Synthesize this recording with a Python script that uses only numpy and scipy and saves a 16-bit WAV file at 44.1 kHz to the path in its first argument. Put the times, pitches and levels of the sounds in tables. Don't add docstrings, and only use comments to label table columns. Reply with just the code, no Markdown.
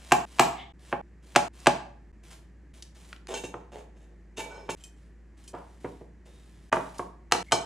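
import sys
import numpy as np
from scipy import signal
from scipy.fft import rfft, irfft
from scipy.io import wavfile
from scipy.ndimage import uniform_filter1d

SR = 44100
rng = np.random.default_rng(int(sys.argv[2]) if len(sys.argv) > 2 else 0)


def int16_out(signal):
    q = np.round(np.clip(np.atleast_2d(signal).T, -1, 1) * 32767)
    wavfile.write(sys.argv[1], SR, q.astype(np.int16))


N = 337365

TIME = np.arange(N) / SR
HIT_TIME = np.arange(SR // 2) / SR
EARLY_COPY_S, EARLY_COPY_DB = 0.0085, -24
SCRAPE_ATTACK_S, SCRAPE_SAG_DB_PER_S = 0.0045, 27
SCRAPE_RELEASE_S = 0.062


def undb(db):
    return 10 ** (np.asarray(db) / 20)


def lookup(points, hz):
    f, value = np.transpose(points)
    return np.interp(np.log(hz + 1), np.log(f), value)


def colour(x, points):
    size = 2048
    log_gain = np.log(undb(lookup(points, np.fft.rfftfreq(size, 1 / SR))))
    cepstrum = irfft(log_gain)
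    cepstrum[1:size // 2] *= 2
    cepstrum[size // 2 + 1:] = 0
    response = irfft(np.exp(rfft(cepstrum)))
    return signal.fftconvolve(x, response)[:len(x)]


def unit(x):
    return x / np.sqrt(np.mean(x ** 2))


def blow(x, db):
    return x * undb(db) * np.sqrt(SR / 10 / 10 / np.sum(x ** 2))


def fade(t60):
    return np.exp(-np.log(1000) * HIT_TIME / max(t60, 1e-4))


def burst(t60):
    return rng.standard_normal(len(HIT_TIME)) * fade(t60)


def ring(modes, scatter):
    detune = 1 + scatter * rng.standard_normal(len(modes))
    total = np.zeros(len(HIT_TIME))
    for k, (hz, db, t60) in enumerate(modes):
        strength = (-1) ** k * undb(db) / np.sqrt(t60)
        total += strength * fade(t60) * np.cos(2 * np.pi * hz * detune[k] * HIT_TIME)
    return total


def cushion(x, hz):
    return signal.sosfilt(signal.butter(3, min(hz, SR / 2.2), fs=SR, output="sos"), x)


def resonance(x, hz, width_hz):
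    b, a = signal.iirpeak(hz, hz / min(width_hz, SR / 4), fs=SR)
    return signal.lfilter(b, a, signal.lfilter(b, a, x))


def grains(rate, spread_db):
    happens = rng.random(N) < rate / SR
    size_db = spread_db * np.minimum(rng.exponential(size=N), 4)
    return happens * rng.standard_normal(N) * undb(size_db)


def walk(rate):
    k = int(SR / rate)
    steps = np.repeat(rng.standard_normal(N // k + 1), k)
    return unit(uniform_filter1d(steps, k)[:N])


# (time [s], length of the hush [s])
ACTION_JUMPS = [(0.253, 0.0027), (0.723, 0.013), (1.015, 0.0066), (1.483, 0.006), (2.118, 0.0095),
                (2.727, 0.0046), (3.274, 0.001), (3.707, 0.0012), (4.359, 0.0017), (4.751, 0.006),
                (5.526, 0.001), (6.699, 0.017), (7.429, 0.0017)]
EDGES = [0] + [int(s * SR) for s, _ in ACTION_JUMPS] + [N]


def add(track, s, sound):
    start = int(s * SR)
    stop = min(start + len(sound), min(e for e in EDGES if e > start))
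    track[start:stop] += sound[:stop - start]


def resound(x, response):
    stretches = [signal.fftconvolve(x[a:b], response)[:b - a] for a, b in zip(EDGES, EDGES[1:])]
    return np.concatenate(stretches)


def strokes(rows, attack_s, sag_db_per_s, release_s):
    gain = np.zeros(N)
    t = TIME[:SR]
    for s, length, db in rows:
        held = np.minimum(t / attack_s, 1) * undb(db - sag_db_per_s * t)
        release = np.exp(-np.log(1000) * np.maximum(t - length, 0) / release_s)
        add(gain, s, held * release)
    return gain


# (frequency [Hz], relative level [dB])
KITCHEN_AIR = [(47, -29.5), (80, -7), (109, -13), (184, -7), (255, -15), (347, -12), (413, -20),
               (641, -28.5), (1410, -34), (1750, -26.5), (3460, -47), (7440, -46.5), (9680, -55),
               (11500, -49.5), (15000, -84.5)]


def background():
    hum_hz = 56.8 + 1.8 * walk(3.1)
    hum_swell = undb(0.5 * walk(5.5))
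    hum = np.sin(2 * np.pi * np.cumsum(hum_hz) / SR) * hum_swell
    air, side = (unit(colour(rng.standard_normal(N), KITCHEN_AIR)) * undb(-59) for _ in range(2))
    return unit(hum) * undb(-52.5) + air + np.outer([1, -1], side) * undb(-13)


def slicing():
    slice_s, swell_db_per_s = 0.135, 72.5
    gain = np.zeros(N)
    for s, *_, db in KNIFE_CHOPS:
        cutting = (TIME > s - slice_s) & (TIME < s)
        gain[cutting] += undb(db - swell_db_per_s * (s - TIME[cutting]))
    return uniform_filter1d(gain, SR // 100)


# (time [s], length [s], relative level [dB])
POTATO_PRESSES = [(2.23, 0.063, -59), (2.3, .03, -54.5), (2.733, .06, -60), (2.835, 0.021, -68.5),
                  (2.945, 0.12, -59.5), (3.08, 0.027, -58.5), (4.765, .08, -64), (4.96, 0.1, -73),
                  (5.368, .12, -64.5), (5.53, .25, -68), (5.8, .09, -63), (5.91, 0.11, -70.5),
                  (6.25, 0.47, -65), (6.735, 0.025, -48), (6.8, 0.12, -59.5), (6.94, 0.078, -57),
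                  (7.435, 0.052, -64.5)]
# (frequency [Hz], relative level [dB])
WET_FLESH = [(200, -5.5), (600, 2.5), (1500, -1.5), (3200, 0), (4800, -4), (7500, -4), (11000, -6),
             (13000, -7.5), (16000, -27.5)]


def squashing():
    presses = strokes(POTATO_PRESSES, attack_s=0.0084, sag_db_per_s=10.5, release_s=0.21)
    effort = slicing() + presses
    return unit(colour(grains(4200, 1), WET_FLESH)) * effort * undb(-1.0)


# (time [s], knock level [dB], contact cutoff [Hz],
# crack re board ring [dB], thud level [dB], blade slap level [dB],
# extra on the board's lowest mode [dB], send to the room [dB], relative crackle level at the board [dB])
KNIFE_CHOPS = [(0.1199, -11, 7500, -3.5, -20, -25, -7, -2, -49.5),
               (0.3951, -11, 7870, -0.5, -19.5, -22.5, -12.5, 0.5, -52),
               (0.927, -23, 2200, -1, -29.5, -70, 3, -1.5, -55),
               (1.36, -11, 7000, -2.5, -20.5, -23.5, 5, -4, -56.5),
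               (1.6691, -9, 6500, -0.5, -16, -26, 8.5, -5.5, -51.5)]
# (frequency [Hz], relative level [dB], t60 [s])
BOARD_MODES = [(573, -9, 0.083), (680, -1, 0.091), (774, -3.5, 0.074), (833, -2, 0.13), (880, -5, 0.007),
               (1204, 0, 0.017), (1590, -11, 0.045), (1904, -5.5, 0.0097), (2220, -12.5, 0.005),
               (2890, -8, 0.014), (2973, -11, .012), (3320, -16, 0.0055)]
# (frequency [Hz], relative level [dB], t60 [s])
COUNTER_MODES = [(133, -10.5, 0.13), (173, -13, 0.16), (250.6, -4.5, 0.11), (303, -3, 0.051),
                 (353.5, 3.5, 0.034), (442, -1, 0.027), (503, -0.5, 0.02)]
# (frequency [Hz], relative level [dB])
CRACK_COLOUR = [(100, -27), (400, -4), (900, 8), (1500, 4.5), (2900, 1.5), (4200, -4.5), (7000, -9),
                (11000, -10), (13000, -26.5), (16000, -33)]
# (frequency [Hz], relative level [dB])
SLAP_COLOUR = [(500, -21), (2000, -11.5), (4500, -8), (7000, -1), (10000, -10), (12500, -9), (16000, -27)]


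def knife():
    direct, to_room = np.zeros(N), np.zeros(N)
    slap_lag_s = 0.0024
    impulse = colour(signal.unit_impulse(len(HIT_TIME)), CRACK_COLOUR)
    low_hz, low_db, low_t60 = BOARD_MODES[0]
    for s, db, contact_hz, crack_db, thud_db, slap_db, flex_db, room_db, _ in KNIFE_CHOPS:
        modes = [(low_hz, low_db + flex_db, low_t60)] + list(BOARD_MODES[1:])
        grit = blow(colour(burst(0.06), CRACK_COLOUR), -7.5)
        body = blow(ring(modes, 0.018), 0) + blow(impulse, crack_db) + grit
        knock = blow(cushion(body, contact_hz), db)
        thud = blow(cushion(ring(COUNTER_MODES, 0.004), 1000), thud_db)
        slap = blow(colour(burst(0.0095), SLAP_COLOUR), slap_db)
        early_copy = knock * undb(EARLY_COPY_DB)
        for when, sound in [(s - EARLY_COPY_S, early_copy), (s, knock + thud), (s + slap_lag_s, slap)]:
            add(direct, when, sound)
            add(to_room, when, sound * undb(room_db))
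    return direct, to_room


# (frequency [Hz], t60 [s])
KITCHEN_T60 = [(100, 0.87), (300, 0.34), (800, 0.48), (2000, 0.42), (5000, .38), (9000, 0.32),
               (15000, 0.27)]


def room_response(shape):
    noise = rng.standard_normal(len(HIT_TIME))
    hz, s, frames = signal.stft(noise, SR, nperseg=256)
    decay = np.exp(-np.log(1000) * s / lookup(KITCHEN_T60, hz)[:, None])
    tail = signal.istft(frames * decay, SR)[1][:len(HIT_TIME)]
    tail = tail * np.clip((HIT_TIME - 0.004) / 0.0033, 0, 1)
    return colour(tail / np.linalg.norm(tail), shape)


# (time [s], length [s], centre [Hz], width of each filter pass [Hz], relative level [dB])
STEEL_SQUEAKS = [(0.543, 0.12, 2120, 356, -52.5), (0.556, 0.089, 3180, 900, -49.5),
                 (6.247, 0.22, 3700, 160, -73), (7.458, 0.062, 2140, 130, -56.5)]


def squeaks():
    out = np.zeros(N)
    for s, length, hz, width_hz, db in STEEL_SQUEAKS:
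        swell = np.sin(np.pi * np.minimum(HIT_TIME / length, 1))
        slip = unit(resonance(rng.standard_normal(len(HIT_TIME)), hz, width_hz))
        add(out, s, slip * swell * undb(db))
    return out


# (time [s], level [dB], centre [Hz], width of each filter pass [Hz], t60 of the noise [s])
SMALL_TICKS = [(1.602, -56, 5750, 5000, 0.012), (2.824, -44.5, 5300, 6150, 0.031),
               (3.129, -42, 1716, 1930, 0.016), (3.163, -55.5, 2150, 2450, 0.014),
               (3.271, -48.5, 2230, 6200, 0.012), (6.7257, -39, 5900, 5750, 0.07),
               (6.983, -46, 6800, 8000, 0.058), (7.3218, -21.5, 5300, 5400, 0.0068),
               (7.5218, -26, 4760, 5460, 0.14)]


def ticks():
    out = np.zeros(N)
    for s, db, hz, width_hz, t60 in SMALL_TICKS:
        add(out, s, blow(resonance(burst(t60), hz, width_hz), db))
    return out


# (time [s], length [s], relative level [dB])
BLADE_SCRAPES = [(3.28, 0.052, -43), (3.338, 0.042, -35.5), (3.434, .012, -34), (3.715, .09, -56),
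                 (3.96, 0.1, -66), (4.364, 0.039, -36), (4.48, 0.22, -63), (4.69, .02, -39)]
# (time [s], length [s], relative level [dB])
LUMP_TUMBLES = [(3.283, 0.078, -32.5), (3.44, 0.013, -47), (3.56, 0.049, -54), (3.635, 0.016, -52),
                (3.716, 0.089, -39.5), (3.95, 0.19, -61), (4.37, 0.24, -42.5), (4.62, .06, -54),
                (5.532, 0.058, -45.5), (6.255, 0.031, -54.5)]
# (frequency [Hz], relative level [dB], t60 [s])
BLADE_MODES = [(1620, 4, 0.043), (2720, 0.5, 0.057), (2940, 2.5, 0.075), (3770, 3, 0.062), (6100, 0, 0.053),
               (6470, -6.5, 0.047), (6620, 2.5, 0.077), (6600, -25, 0.083), (7340, -10, 0.088),
               (7580, 3, 0.045), (8670, -13, 0.16), (8740, -29, .12), (9900, -32, .06), (12630, -20, 0.12)]
# (frequency [Hz], relative level [dB])
GRIT_COLOUR = [(300, -23), (1000, 2), (3000, 8.5), (4800, 2.5), (7000, 3.5), (11000, 0.5), (13000, 4),
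               (16000, -37)]
# (frequency [Hz], relative level [dB])
TUMBLE_COLOUR = [(100, -21), (250, -7), (420, 4.5), (560, 2), (900, -6.5), (1300, -14.5), (2500, -18),
                 (8000, -35)]


def sweeping():
    push = strokes(BLADE_SCRAPES, SCRAPE_ATTACK_S, SCRAPE_SAG_DB_PER_S, SCRAPE_RELEASE_S)
    spurts = undb(3 * walk(90))
    slips = unit(grains(2000, 1.5) * spurts) * push
    tumbling = strokes(LUMP_TUMBLES, attack_s=0.0029, sag_db_per_s=19.5, release_s=0.074)
    lumps = unit(colour(grains(700, 0.5), TUMBLE_COLOUR)) * tumbling
    grit = blow(colour(burst(0.048), GRIT_COLOUR), -0.19)
    blade = blow(ring(BLADE_MODES, 0.0011), -2.7)
    glass = blow(ring(GLASS_MODES, 0.00065), -6.5)
    body = grit + blade + glass
    return resound(slips, body / np.linalg.norm(body)) * undb(-4.0) + lumps * undb(-5.5)


# (time [s], knock level [dB],
# contact cutoff [Hz], crush t60 [s], thud level [dB], glass ring level [dB])
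BOWL_KNOCKS = [(3.340, -44, 9100, 0.022, -50, -34), (3.438, -49, 9000, .03, -33.5, -52),
               (3.541, -36, 1670, 0.018, -36, -72), (4.380, -44.5, 3020, 0.098, -36, -47),
               (4.6904, -32.5, 2740, 0.043, -32.5, -34.5), (5.539, -36, 1180, 0.37, -39, -45),
               (5.8451, -37, 1448, 0.083, -30, -46.5), (6.012, -55.5, 990, 0.038, -43.5, -73),
               (6.7266, -17, 1970, 0.044, -28, -40), (6.768, -26.5, 1330, 0.023, -30.5, -53),
               (6.994, -29.5, 1290, .035, -32.5, -50), (7.3218, -16, 12500, 0.018, -30, -26),
               (7.349, -31.5, 1600, .035, -30, -52), (7.5208, -20.5, 11500, 0.033, -49, -20.5),
               (7.526, -19.5, 1240, 0.016, -25, -54)]
# (frequency [Hz], relative level [dB], t60 [s])
FULL_BOWL_MODES = [(557, -9.5, 0.012), (705, 1.5, 0.083), (876, 2.5, 0.019), (1059, -5.5, 0.062),
                   (1164, -1, 0.046), (1400, -10, 0.0046), (1542, -14.5, 0.19), (2245, -24, 0.042),
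                   (2230, -9.5, 0.041)]
# (frequency [Hz], relative level [dB], t60 [s])
MASH_MODES = [(116, -12.5, 0.24), (172.5, -10.5, 0.17), (291, -8.5, 0.12), (337, -6, 0.17),
              (391.5, 0, 0.023), (490, -4.5, 0.096), (591, -11, 0.09)]
# (frequency [Hz], relative level [dB], t60 [s])
GLASS_MODES = [(404, -2, 0.56), (889, 8.5, 0.093), (1497, -1.5, 0.13), (2303, 0, 0.27), (3130, 5, 0.071),
               (4130, -1, 0.13), (5310, 0.5, 0.14), (6500, 3, 0.063), (7840, 1.5, 0.038), (9430, -5, 0.16)]


def bowl():
    out = np.zeros(N)
    for s, db, contact_hz, crush_t60, thud_db, ring_db in BOWL_KNOCKS:
        crush = blow(colour(burst(crush_t60), CRACK_COLOUR), 3.0)
        body = blow(ring(FULL_BOWL_MODES, 0.042), 0) + crush
        knock = blow(cushion(body, contact_hz), db)
        thud = blow(cushion(ring(MASH_MODES, 0.039), 900), thud_db)
        rim = blow(cushion(ring(GLASS_MODES, 0.0021), contact_hz), ring_db)
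        add(out, s - EARLY_COPY_S, knock * undb(EARLY_COPY_DB))
        add(out, s, knock + thud + rim)
    return out


# (time [s], length [s], relative level [dB])
BOARD_RIM_RUBS = [(4.38, 0.047, -44.5), (4.5, 0.082, -48.5)]
# (frequency [Hz], relative level [dB])
RIM_CONTACT_COLOUR = [(400, -3.5), (900, -13.5), (1500, -9.5), (2300, -10), (3200, -28), (5200, -20),
                      (9000, -31)]


def rim_rubbing():
    drag = strokes(BOARD_RIM_RUBS, SCRAPE_ATTACK_S, SCRAPE_SAG_DB_PER_S, SCRAPE_RELEASE_S)
    judder = unit(grains(830, 1.2)) * drag
    rim = colour(ring(GLASS_MODES, 0.00052), RIM_CONTACT_COLOUR)
    return resound(judder, rim / np.linalg.norm(rim))


# (time [s], rattle level [dB], ring level [dB])
MASHER_CLINKS = [(4.807, -73, -61), (4.838, -49, -47.5), (5.439, -61, -71), (5.477, -47.5, -54.5),
                 (5.531, -70, -68)]
# (frequency [Hz], relative level [dB], t60 [s])
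MASHER_MODES = [(2500, -4.5, 0.15), (3110, 3, 0.07), (3580, -16, .2), (4500, -18, 0.23), (5640, -6.5, 0.17),
                (6240, -6, 0.092), (7600, 2, 0.13)]


def masher():
    out = np.zeros(N)
    for s, rattle_db, ring_db in MASHER_CLINKS:
        rattle = resonance(burst(0.11), hz=7370, width_hz=7500)
        add(out, s, blow(rattle, rattle_db) + blow(ring(MASHER_MODES, 0.00091), ring_db))
    return out


# (frequency [Hz], relative level [dB])
ROOM_MID = [(80, -11), (190, -2), (280, -3.5), (450, -4.5), (750, -3.5), (1300, -9), (2500, -8.5),
            (5000, -7), (9000, -5.5), (15000, 1)]
# (frequency [Hz], relative level [dB])
ROOM_WIDTH = [(100, -31), (400, -17.5), (750, -5.5), (1200, -15.5), (4000, -12.5), (14000, -21.5)]


def scene():
    chops, chop_send = knife()
    knocks = bowl()
    clicks = ticks() + masher()
    rubbing = sweeping() + rim_rubbing() + squashing() + squeaks()
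    send = chop_send + knocks * undb(-0.5) + clicks * undb(-3.0) + rubbing * undb(3.0)
    mid = chops + knocks + clicks + rubbing + resound(send, room_response(ROOM_MID)) * undb(-1)
    side = resound(send, room_response(ROOM_WIDTH))
    handling = mid + np.outer([1, -1], side)
    hush = np.ones(N)
    for s, gap in ACTION_JUMPS:
        hush[int(s * SR):int((s + gap) * SR)] = undb(-26.5)
    return (handling + background()) * uniform_filter1d(hush, SR // 1000)


# (frequency [Hz], left minus right [dB])
PORT_LEVELS = [(110, 0), (400, -1), (700, -1.3), (1300, -.7), (4400, .8), (8000, 0)]
# (frequency [Hz], lead of the right port [rad])
PORT_PHASES = [(1300, 0), (4000, .3), (5000, .7), (7500, .45), (9000, 1.05), (11500, 2.3), (12300, 3)]


def record(dry):
    hz = np.fft.rfftfreq(N, 1 / SR)
    half = np.array([[0.5], [-0.5]])
    tilt = undb(half * lookup(PORT_LEVELS, hz))
    turn = np.exp(-1j * half * lookup(PORT_PHASES, hz))
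    ports = irfft(rfft(dry) * tilt * turn, N)
    rounded = np.tanh(1.186 * ports) / 1.113
    return signal.sosfilt(signal.ellip(8, 0.2, 70, 16000, fs=SR, output="sos"), rounded)


dry = scene()
out = record(dry)
int16_out(out)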